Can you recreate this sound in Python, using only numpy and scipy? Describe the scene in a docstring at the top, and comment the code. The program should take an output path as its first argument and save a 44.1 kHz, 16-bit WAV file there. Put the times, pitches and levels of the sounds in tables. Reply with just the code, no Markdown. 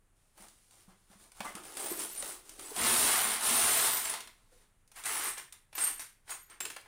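"""In a small, echoing room, a plastic jar of screws is gripped, tipped over, opened and poured
onto a plastic tray; a hand then stirs the heap. Countless small collisions tick in the metal
and knock on jar and tray, and now and then a free bolt or washer rings.
The sound is close and mono, and a limiter holds down the loudest part of the pour."""
import sys
import numpy as np
from scipy import signal
from scipy.fft import rfft, irfft
from scipy.io import wavfile
from scipy.ndimage import uniform_filter1d, minimum_filter1d

SR = 44100
rng = np.random.default_rng(int(sys.argv[2]) if len(sys.argv) > 2 else 0)


def transcribe(signal):
    """Save signal, clipped to [-1, 1], as a 16-bit WAV file at the path in sys.argv[1]."""
    frames = np.atleast_2d(signal).T
    limited = np.clip(frames, -1, 1)
    pcm = np.round(limited * 32767).astype(np.int16)
    wavfile.write(sys.argv[1], SR, pcm)


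N = 302967
T = np.arange(N) / SR
POUR_S, STIR_S = 2.76, 4.7  # the screws leave the jar; the tray lies covered

# tone colour of clicking steel: (frequency [Hz], level [dB])
STEEL_TONE = [(500, -22), (1500, -11), (2800, -7.5), (4500, -7.5), (6800, -6), (8200, -4.5), (9350, 1),
              (10400, -6), (12000, -11.5), (14200, -14), (15000, -17.5), (15450, -7), (15900, -28.5),
              (16500, -13)]
# tone colours of a knock on the jar, the bare tray and the covered tray: (frequency [Hz], level [dB])
JAR_TONE = [(100, -55), (300, -29.5), (560, 1.5), (760, 4), (930, 1), (1150, 1.5), (1500, -1.5), (2100, -6),
            (3200, -5), (8000, -21.5)]
BARE_TRAY_TONE = [(100, -27), (300, -15.5), (560, -9.5), (650, 0), (736, -1), (810, -6.5), (887, -2),
                  (970, -2.5), (1065, -1), (1420, -3.5), (1700, -6), (2500, -3.5), (4000, -2.5),
                  (8000, -21)]
FULL_TRAY_TONE = [(100, -46), (300, -7), (560, -7), (800, -1.5), (1050, -1), (1700, -2), (2500, -2),
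                  (4000, -8.5), (8000, -27)]


def screws(metal_db, knock_db, weight_db, loose_db=-44, sliding_db=-54):
    """The same collisions tick in the steel, knock on the plastic and make it rumble."""
    # low tones of jar, bare tray and covered tray under the load: (frequency [Hz], level [dB])
    jar_low = [(25, -15), (70, -22), (150, -27), (210, -10.5), (275, -6), (350, 2), (470, -6), (700, -10),
               (1500, -33.5)]
    bare_tray_low = [(25, -14.5), (60, -8), (150, -8), (200, -1.5), (234, 3.5), (285, -4), (370, 4),
                     (450, 3), (700, -12.5), (1500, -40)]
    full_tray_low = [(25, -9), (100, -13.5), (220, -3), (290, -12), (350, 7.5), (460, 3.5), (700, -23),
                     (1500, -31)]
    energy = collisions(metal_db)
    steel_power, knock_power = amp(metal_db) ** 2, amp(knock_db) ** 2
    # packed screws only grate; they ring once they tumble loose
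    loose = np.minimum(1, amp(metal_db - loose_db))
    ringing = amp(1.5) * loose * clinks(energy * steel_power, t60=.04, low_hz=7500, high_hz=16000)
    clacking = amp(-4) * clinks(energy * knock_power, t60=.03, low_hz=700, high_hz=2200)
    # gentle motion is a smooth rub; harder motion breaks into collisions
    grainy = np.minimum(1, amp(metal_db - sliding_db))
    friction = grainy * energy + 1 - grainy
    ticks = amp(-4.5) * (fading_noise(friction * steel_power, t60=.008) + ringing)
    knocks = amp(-4.5) * (fading_noise(friction * knock_power, t60=.012) + clacking)
    # the heavy load blurs many collisions into one uneven push
    pushes = amp(-5.5) * fading_noise(friction, t60=0.023) * amp(weight_db)
    rumble = plastic(pushes, jar_low, bare_tray_low, full_tray_low)
    return colour(ticks, STEEL_TONE) + plastic(knocks) + rumble


def collisions(level_db, busiest_per_s=2000, spread_db=2.0, thinning=.15):
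    """The energy of each collision; the louder the heap, the more screws collide."""
    per_s = busiest_per_s * amp(thinning * (level_db - level_db.max()))
    strength = amp(spread_db * np.minimum(rng.exponential(1, N), 4))
    energy = strength ** 2 * (rng.random(N) < per_s / SR)
    # the screws share the energy that the hand puts in
    average = uniform_filter1d(uniform_filter1d(energy, size=1100), size=700)
    return energy / (abs(average) + 0.37 * per_s / SR)


def fading_noise(energy, t60):
    """Each collision wakes many tones, heard as noise that fades by 60 dB in t60 seconds."""
    energy_left = amp(-120 / (t60 * SR))  # after one sample
    power = signal.lfilter([1 - energy_left], [1, -energy_left], energy)
    return rng.standard_normal(N) * np.sqrt(power)


def clinks(energy, t60, low_hz, high_hz):
    """About half the collisions ring one short tone, set by the piece and the spot it strikes."""
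    out, t = np.zeros(N), np.arange(2500) / SR
    chance, spot, freedom = rng.random((3, N))
    for i in np.flatnonzero((energy > 0) & (chance < .5)):
        hz = low_hz + (high_hz - low_hz) * spot[i]
        ring_s = t60 * (.5 + freedom[i])
        tone = np.sin(2 * np.pi * hz * t) * amp(-60 * t / ring_s)
        add(out, i / SR, np.sqrt(energy[i] / np.sum(tone ** 2)) * tone)
    return out


def motion(faint_rub_db=-88):
    """Levels of metal, knocking and weight (dB) as the screws are shifted, poured and stirred."""
    # the load slides in the jar: (time [s], length [s], metal [dB], knocking [dB], weight [dB])
    jar_shifts = [(.17, 0.2, -73, -88, -88), (.392, 0.047, -53, -61.5, -59.5), (.50, 0.19, -65, -87, -84),
                  (.725, 0.097, -60, -73, -72), (.89, 0.022, -64.5, -66.5, -72), (.98, 0.13, -70, -93, -86),
                  (1.11, 0.023, -59.5, -66.5, -69), (1.20, 0.042, -56.5, -67, -64.5),
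                  (1.365, 0.053, -54, -63.5, -73), (1.45, 0.016, -45.5, -45.5, -50.5),
                  (1.565, 0.0064, -50.5, -49.5, -49), (1.64, 0.17, -48.5, -58.5, -53),
                  (1.785, 0.14, -40, -49.5, -46), (1.99, 0.034, -36, -50, -44.5),
                  (2.10, 0.058, -45.5, -63, -62), (2.17, .04, -46.5, -56, -52.5),
                  (2.24, 0.076, -42, -53, -50.5), (2.46, 0.1, -53.5, -67.5, -60.5),
                  (2.60, 0.14, -46, -57, -55)]
    # the heap is pushed on the tray: (time [s], length [s], metal [dB], knocking [dB], weight [dB])
    tray_stirs = [(4.52, .11, -65.5, -72.5, -74), (4.97, 0.028, -46.5, -51.5, -68),
                  (5.06, 0.23, -35, -41, -55), (5.385, 0.0084, -45, -50.5, -58),
                  (5.54, 0.0065, -67, -63.5, -82), (5.78, 0.11, -35.5, -44.5, -60),
                  (6.005, 0.011, -41, -52.5, -59), (6.305, 0.016, -39.5, -47, -67),
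                  (6.51, .012, -57, -54.5, -67), (6.635, .03, -54, -61, -53), (6.705, .008, -49, -62, -70),
                  (6.86, .01, -69, -59, -65)]
    shifting = hand_moves(jar_shifts, rise_db_per_s=473, rest_db_per_s=193)
    stirring = hand_moves(tray_stirs, rise_db_per_s=644, rest_db_per_s=326)
    return 10 * np.log10(shifting + pour() + stirring + amp(faint_rub_db) ** 2)


def pour(rise_db_per_s=600, rest_db_per_s=30):
    """Power of metal, knocking and weight in the stream of screws."""
    # the screws leave the jar in two surges: (time [s], metal [dB], knocking [dB], weight [dB])
    stream = [(2.755, -43, -47, -52), (2.78, -36, -38, -39), (2.87, -24.5, -28, -35),
              (3.0, -22.5, -31, -36), (3.15, -27.5, -30.5, -44), (3.26, -32.5, -36.5, -46.5),
              (3.34, -32, -37, -46), (3.39, -42, -41, -60.5), (3.443, -28, -36, -46.5),
              (3.62, -24.5, -30.5, -40.5), (3.85, -26, -32.5, -43.5), (3.93, -33, -38.5, -50.5),
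              (4.02, -36.5, -44, -57), (4.15, -42.5, -42, -56), (4.24, -64, -64, -63),
              (4.34, -70.5, -73, -80)]
    times, *levels_db = np.transpose(stream)
    before, after = np.maximum(times[0] - T, 0), np.maximum(T - times[-1], 0)
    fade_db = -rise_db_per_s * before - rest_db_per_s * after
    return amp([np.interp(T, times, db) + fade_db for db in levels_db]) ** 2


def hand_moves(rows, rise_db_per_s, rest_db_per_s, sag_db_per_s=4.5):
    """Power of metal, knocking and weight as each move swells, sags a little and comes to rest."""
    power = np.zeros((3, N))
    for s, length, *levels_db in rows:
        before, after = np.maximum(s - T, 0), np.maximum(T - s - length, 0)
        during = np.clip(T - s, 0, length)
        shape = amp(-rise_db_per_s * before - sag_db_per_s * during - rest_db_per_s * after)
        power += np.outer(amp(levels_db), shape) ** 2
    return power


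def hard_hits(other_end_s=.003, other_end_db=-4.5):
    """A heavy piece lands: a bright click and a slightly longer knock."""
    # single hard landings: (time [s], metal click [dB], knock on the plastic [dB])
    landings = [(.377, -49, -56), (.483, -44.5, -67), (.709, -50, -62), (1.13, -66, -58),
                (1.318, -45.5, -60), (1.369, -65, -56), (1.4043, -35.5, -31.5), (1.552, -31.5, -51),
                (1.652, -42, -60), (1.770, -28.5, -42.5), (1.86, -32, -38.5), (2.037, -40, -58),
                (2.161, -36.5, -61), (2.224, -27.5, -39.5), (2.493, -35.5, -61), (2.594, -36.5, -45),
                (2.762, -27.5, -38), (3.120, -21, -37), (3.971, -23.5, -50), (4.053, -29, -34.5),
                (4.097, -25, -58), (4.138, -29.5, -39.5), (4.205, -35, -43), (4.273, -44.5, -46),
                (4.876, -55.5, -86), (4.916, -47, -57), (4.96, -42, -53), (5.037, -36, -48),
                (5.056, -26, -41.5), (5.372, -48, -42), (5.379, -31, -45.5), (5.524, -36.5, -64),
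                (5.728, -47.5, -48.5), (5.752, -38, -44), (5.779, -29, -35), (5.841, -28, -57),
                (5.9943, -31.5, -44.5), (6.277, -53, -51), (6.294, -39, -42), (6.499, -45, -56),
                (6.604, -27, -34.5), (6.652, -27.5, -35), (6.701, -36.5, -41.5), (6.763, -37.5, -38.5),
                (6.810, -49, -60)]
    clicks, knocks = np.zeros((2, N))
    for s, click_db, knock_db in landings:
        ends = [(s, 0)]
        if s > POUR_S:  # on the tray a screw lands on one end, then on the other
            ends.append((s + other_end_s, other_end_db))
        for at, end_db in ends:
            add(clicks, at, amp(click_db + end_db) * contact(t60=0.024))
            add(knocks, at, amp(knock_db + end_db) * contact(t60=0.039))
    return amp(-2.5) * colour(clicks, STEEL_TONE) + amp(-0.5) * plastic(knocks)


def contact(t60, rise_s=0.00063):
    """One hard touch: a burst of noise that swells in a moment and dies away."""
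    t = np.arange(2048) / SR
    return rng.standard_normal(len(t)) * amp(-60 * t / t60) * (1 - np.exp(-t / rise_s))


def rings(metal_db, touches_per_s=500, first_blow=1.3, touch_t60=.07):
    """A loose piece is struck, then chatters on its neighbours; each touch rings its note again."""
    # bolts, washers and the hollow jar ring: (time [s], pitch [Hz], level [dB], rattle time [s])
    clear_rings = [(1.447, 1155, -40, 0.19), (1.46, 2040, -43, 0.1), (1.83, 9060, -39, .27),
                   (1.84, 15460, -42, .35), (1.89, 12700, -41.5, 0.55), (2.11, 12940, -47, .45),
                   (2.172, 9200, -35, 0.26), (2.201, 8000, -35, .04), (2.228, 573, -42, 0.15),
                   (2.585, 363, -54.5, .45), (2.655, 7940, -46, .25), (2.88, 9490, -31, .4),
                   (3.109, 9470, -26, 0.24), (3.171, 14211, -32, .34), (3.21, 13738, -40, .45),
                   (3.46, 11980, -36, 0.41), (3.56, 14100, -30, .36), (3.595, 14300, -36, .22),
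                   (3.70, 12850, -33, .25), (3.731, 13800, -31, .46), (3.809, 13920, -33, .49),
                   (3.919, 13700, -31.5, .36), (4.049, 7560, -36, .15), (4.096, 9900, -26, 0.037),
                   (4.519, 490, -61.5, 0.17), (5.236, 12800, -38, .25), (5.279, 8330, -42.5, 0.34),
                   (5.752, 12000, -35, 0.094), (5.804, 8640, -28.5, .24), (5.839, 8690, -23, 0.25),
                   (5.84, 12900, -32.5, .24), (6.304, 6790, -43.5, 0.26), (6.307, 8710, -38.5, 0.2),
                   (6.39, 12930, -55, .35), (6.50, 8660, -52, 0.17), (6.604, 7600, -33.5, 0.093),
                   (6.604, 14300, -44, .18)]
    out, t = np.zeros(N), np.arange(SR // 3) / SR
    for s, hz, db, rattle_s in clear_rings + chance_rings(metal_db):
        touches = rng.standard_normal(len(t)) * (rng.random(len(t)) < touches_per_s / SR)
        touches[0] = first_blow
        fade = amp(-60 * t / rattle_s)
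        # this filter turns each touch into a fading tone
        pole = amp(-60 / (touch_t60 * SR)) * np.exp(2j * np.pi * hz / SR)
        tone = signal.lfilter([1], [1, -pole], touches * fade).imag
        add(out, s, amp(db) * tone * np.linalg.norm(fade) / np.linalg.norm(tone))
    return amp(-2) * out


def chance_rings(metal_db, start_s=1.65, per_s=9, rattle_s=.2):
    """Picks which free pieces ring, and when, once the jar lies on its side."""
    # notes of bolts and washers: (pitch [Hz], level against the moving metal [dB])
    notes = [(7940, -8.5), (9043, -9.5), (9400, -2), (11033, -14), (11984, -11), (12850, -11), (13738, -10),
             (13950, -8), (14216, -10), (15460, -8)]
    slots = np.arange(start_s, T[-1], 1 / per_s)
    rows = []
    for slot, (delay, piece) in zip(slots, rng.random((len(slots), 2))):
        s = slot + delay / per_s
        hz, db = notes[int(piece * len(notes))]
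        # a piece rings loudly only if its neighbours keep moving
        moving_db = np.interp([s, s + rattle_s / 4], T, metal_db).min()
        rows.append((s, hz, db + moving_db, rattle_s))
    return rows


def thumps(rise_s=0.00094):
    """A soft, heavy blow rings one low tone of the plastic."""
    # the full jar bumps hand and tray: (time [s], pitch [Hz], level [dB], fade time [s])
    blows = [(.40, 200, -54.5, 0.12), (.88, 187, -49.5, 0.077), (1.101, 198, -51.5, 0.05),
             (1.156, 201, -56, 0.09), (1.403, 209, -39.5, 0.077), (1.55, 203, -41, 0.047),
             (1.842, 366, -39, 0.046), (1.915, 365, -29, 0.078), (2.716, 433, -37, 0.056),
             (3.0, 228, -47.5, 0.12), (3.251, 229, -50, 0.7), (3.51, 241, -39, 0.5)]
    out, t = np.zeros(N), np.arange(SR // 2) / SR
    for s, hz, db, t60 in blows:
        shape = amp(db - 60 * t / t60) * (1 - np.exp(-t / rise_s))
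        add(out, s, np.sin(2 * np.pi * hz * t) * shape)
    return out


def plastic(x, jar=JAR_TONE, bare_tray=BARE_TRAY_TONE, full_tray=FULL_TRAY_TONE):
    """Blows sound in the jar, then on the bare tray, then on the tray muffled by its load."""
    in_jar = colour(x * (T < POUR_S), jar)
    on_bare_tray = colour(x * (T >= POUR_S) * (T < STIR_S), bare_tray)
    on_full_tray = colour(x * (T >= STIR_S), full_tray)
    return in_jar + on_bare_tray + on_full_tray


def room(x, spots, first_echo_s=0.003, echoes_per_s=4000, hold_samples=300):
    """The walls echo; the sound hops between spots on the tray, each with its own echoes."""
    # how long the echoes take to fade by 60 dB: (frequency [Hz], fade time [s])
    fade_times = [(200, 0.43), (700, 0.23), (2000, 0.4), (5000, 0.33), (10000, 0.29), (16000, 0.34)]
    out = np.zeros(N)
    spot = np.repeat(rng.integers(0, spots, N // hold_samples + 1), hold_samples)[:N]
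    for k in range(spots):
        echoes = rng.choice([-1, 1], SR // 2) * (rng.random(SR // 2) < echoes_per_s / SR)
        echoes[:round(first_echo_s * SR)] = 0
        hz, t, bands = signal.stft(echoes, SR, nperseg=256)
        tail = signal.istft(bands * amp(-60 * t / curve(fade_times, hz)[:, None]), SR)[1]
        share = np.sqrt(abs(uniform_filter1d((spot == k) * 1., size=hold_samples)))
        out += signal.oaconvolve(x * share, tail / np.linalg.norm(tail))[:N]
    return out


def background(level_db=-68.5):
    """Steady low rumble and faint hiss."""
    # tone colour of the background: (frequency [Hz], level [dB])
    noise_tone = [(10, -17), (25, 7), (55, -11), (110, -9.5), (300, -23.5), (800, -26.5), (2000, -29.5),
                  (5000, -41), (9400, -30.5), (16000, -47)]
    hz = np.fft.rfftfreq(N, 1 / SR)
    noise = irfft(rfft(rng.standard_normal(N)) * amp(curve(noise_tone, hz)), N)
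    return amp(level_db) * noise / np.sqrt(np.mean(noise ** 2))


def amp(db):
    """Turns decibels into a gain."""
    return 10 ** (np.asarray(db) / 20)


def curve(points, hz):
    """Joins (frequency, value) points with straight lines on a pitch scale."""
    point_hz, values = np.transpose(points)
    return np.interp(np.log(hz + 1), np.log(point_hz), values)


def add(mix, s, sound):
    """Mixes a sound in at s seconds."""
    part = mix[max(round(s * SR), 0):][:len(sound)]
    part += sound[:len(part)]


def colour(x, points, size=4096):
    """Gives a sound a tone colour, with a filter that rings only after each blow."""
    log_gain = np.log(amp(curve(points, abs(np.fft.fftfreq(size, 1 / SR)))))
    spectrum = np.exp(np.conj(signal.hilbert(log_gain)))
    taps = np.fft.ifft(spectrum).real[:size // 2]
    return signal.oaconvolve(x, taps / np.linalg.norm(taps))[:len(x)]


def scene():
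    """Clatter and ringing in the room, the same in both channels."""
    metal_db, knock_db, weight_db = motion()
    clatter = screws(metal_db, knock_db, weight_db) + hard_hits()
    tones = rings(metal_db) + thumps()
    echoes = amp(-3) * room(clatter, spots=6) + amp(-6.5) * room(tones, spots=1)
    mono = clatter + tones + echoes + background()
    return np.array([mono, mono])


def record(dry, ceiling_db=-18.5, top_hz=16100):
    """A fast limiter holds the peaks down; then the highest treble is cut."""
    gain = np.minimum(1, amp(ceiling_db) / (abs(dry[0]) + 1e-9))
    gain = uniform_filter1d(minimum_filter1d(gain, size=65), size=65)
    lowpass = signal.firwin(511, top_hz, window=("kaiser", 9), fs=SR)
    return signal.oaconvolve(dry * gain, lowpass[None], "same")


dry = scene()
out = record(dry)
transcribe(out)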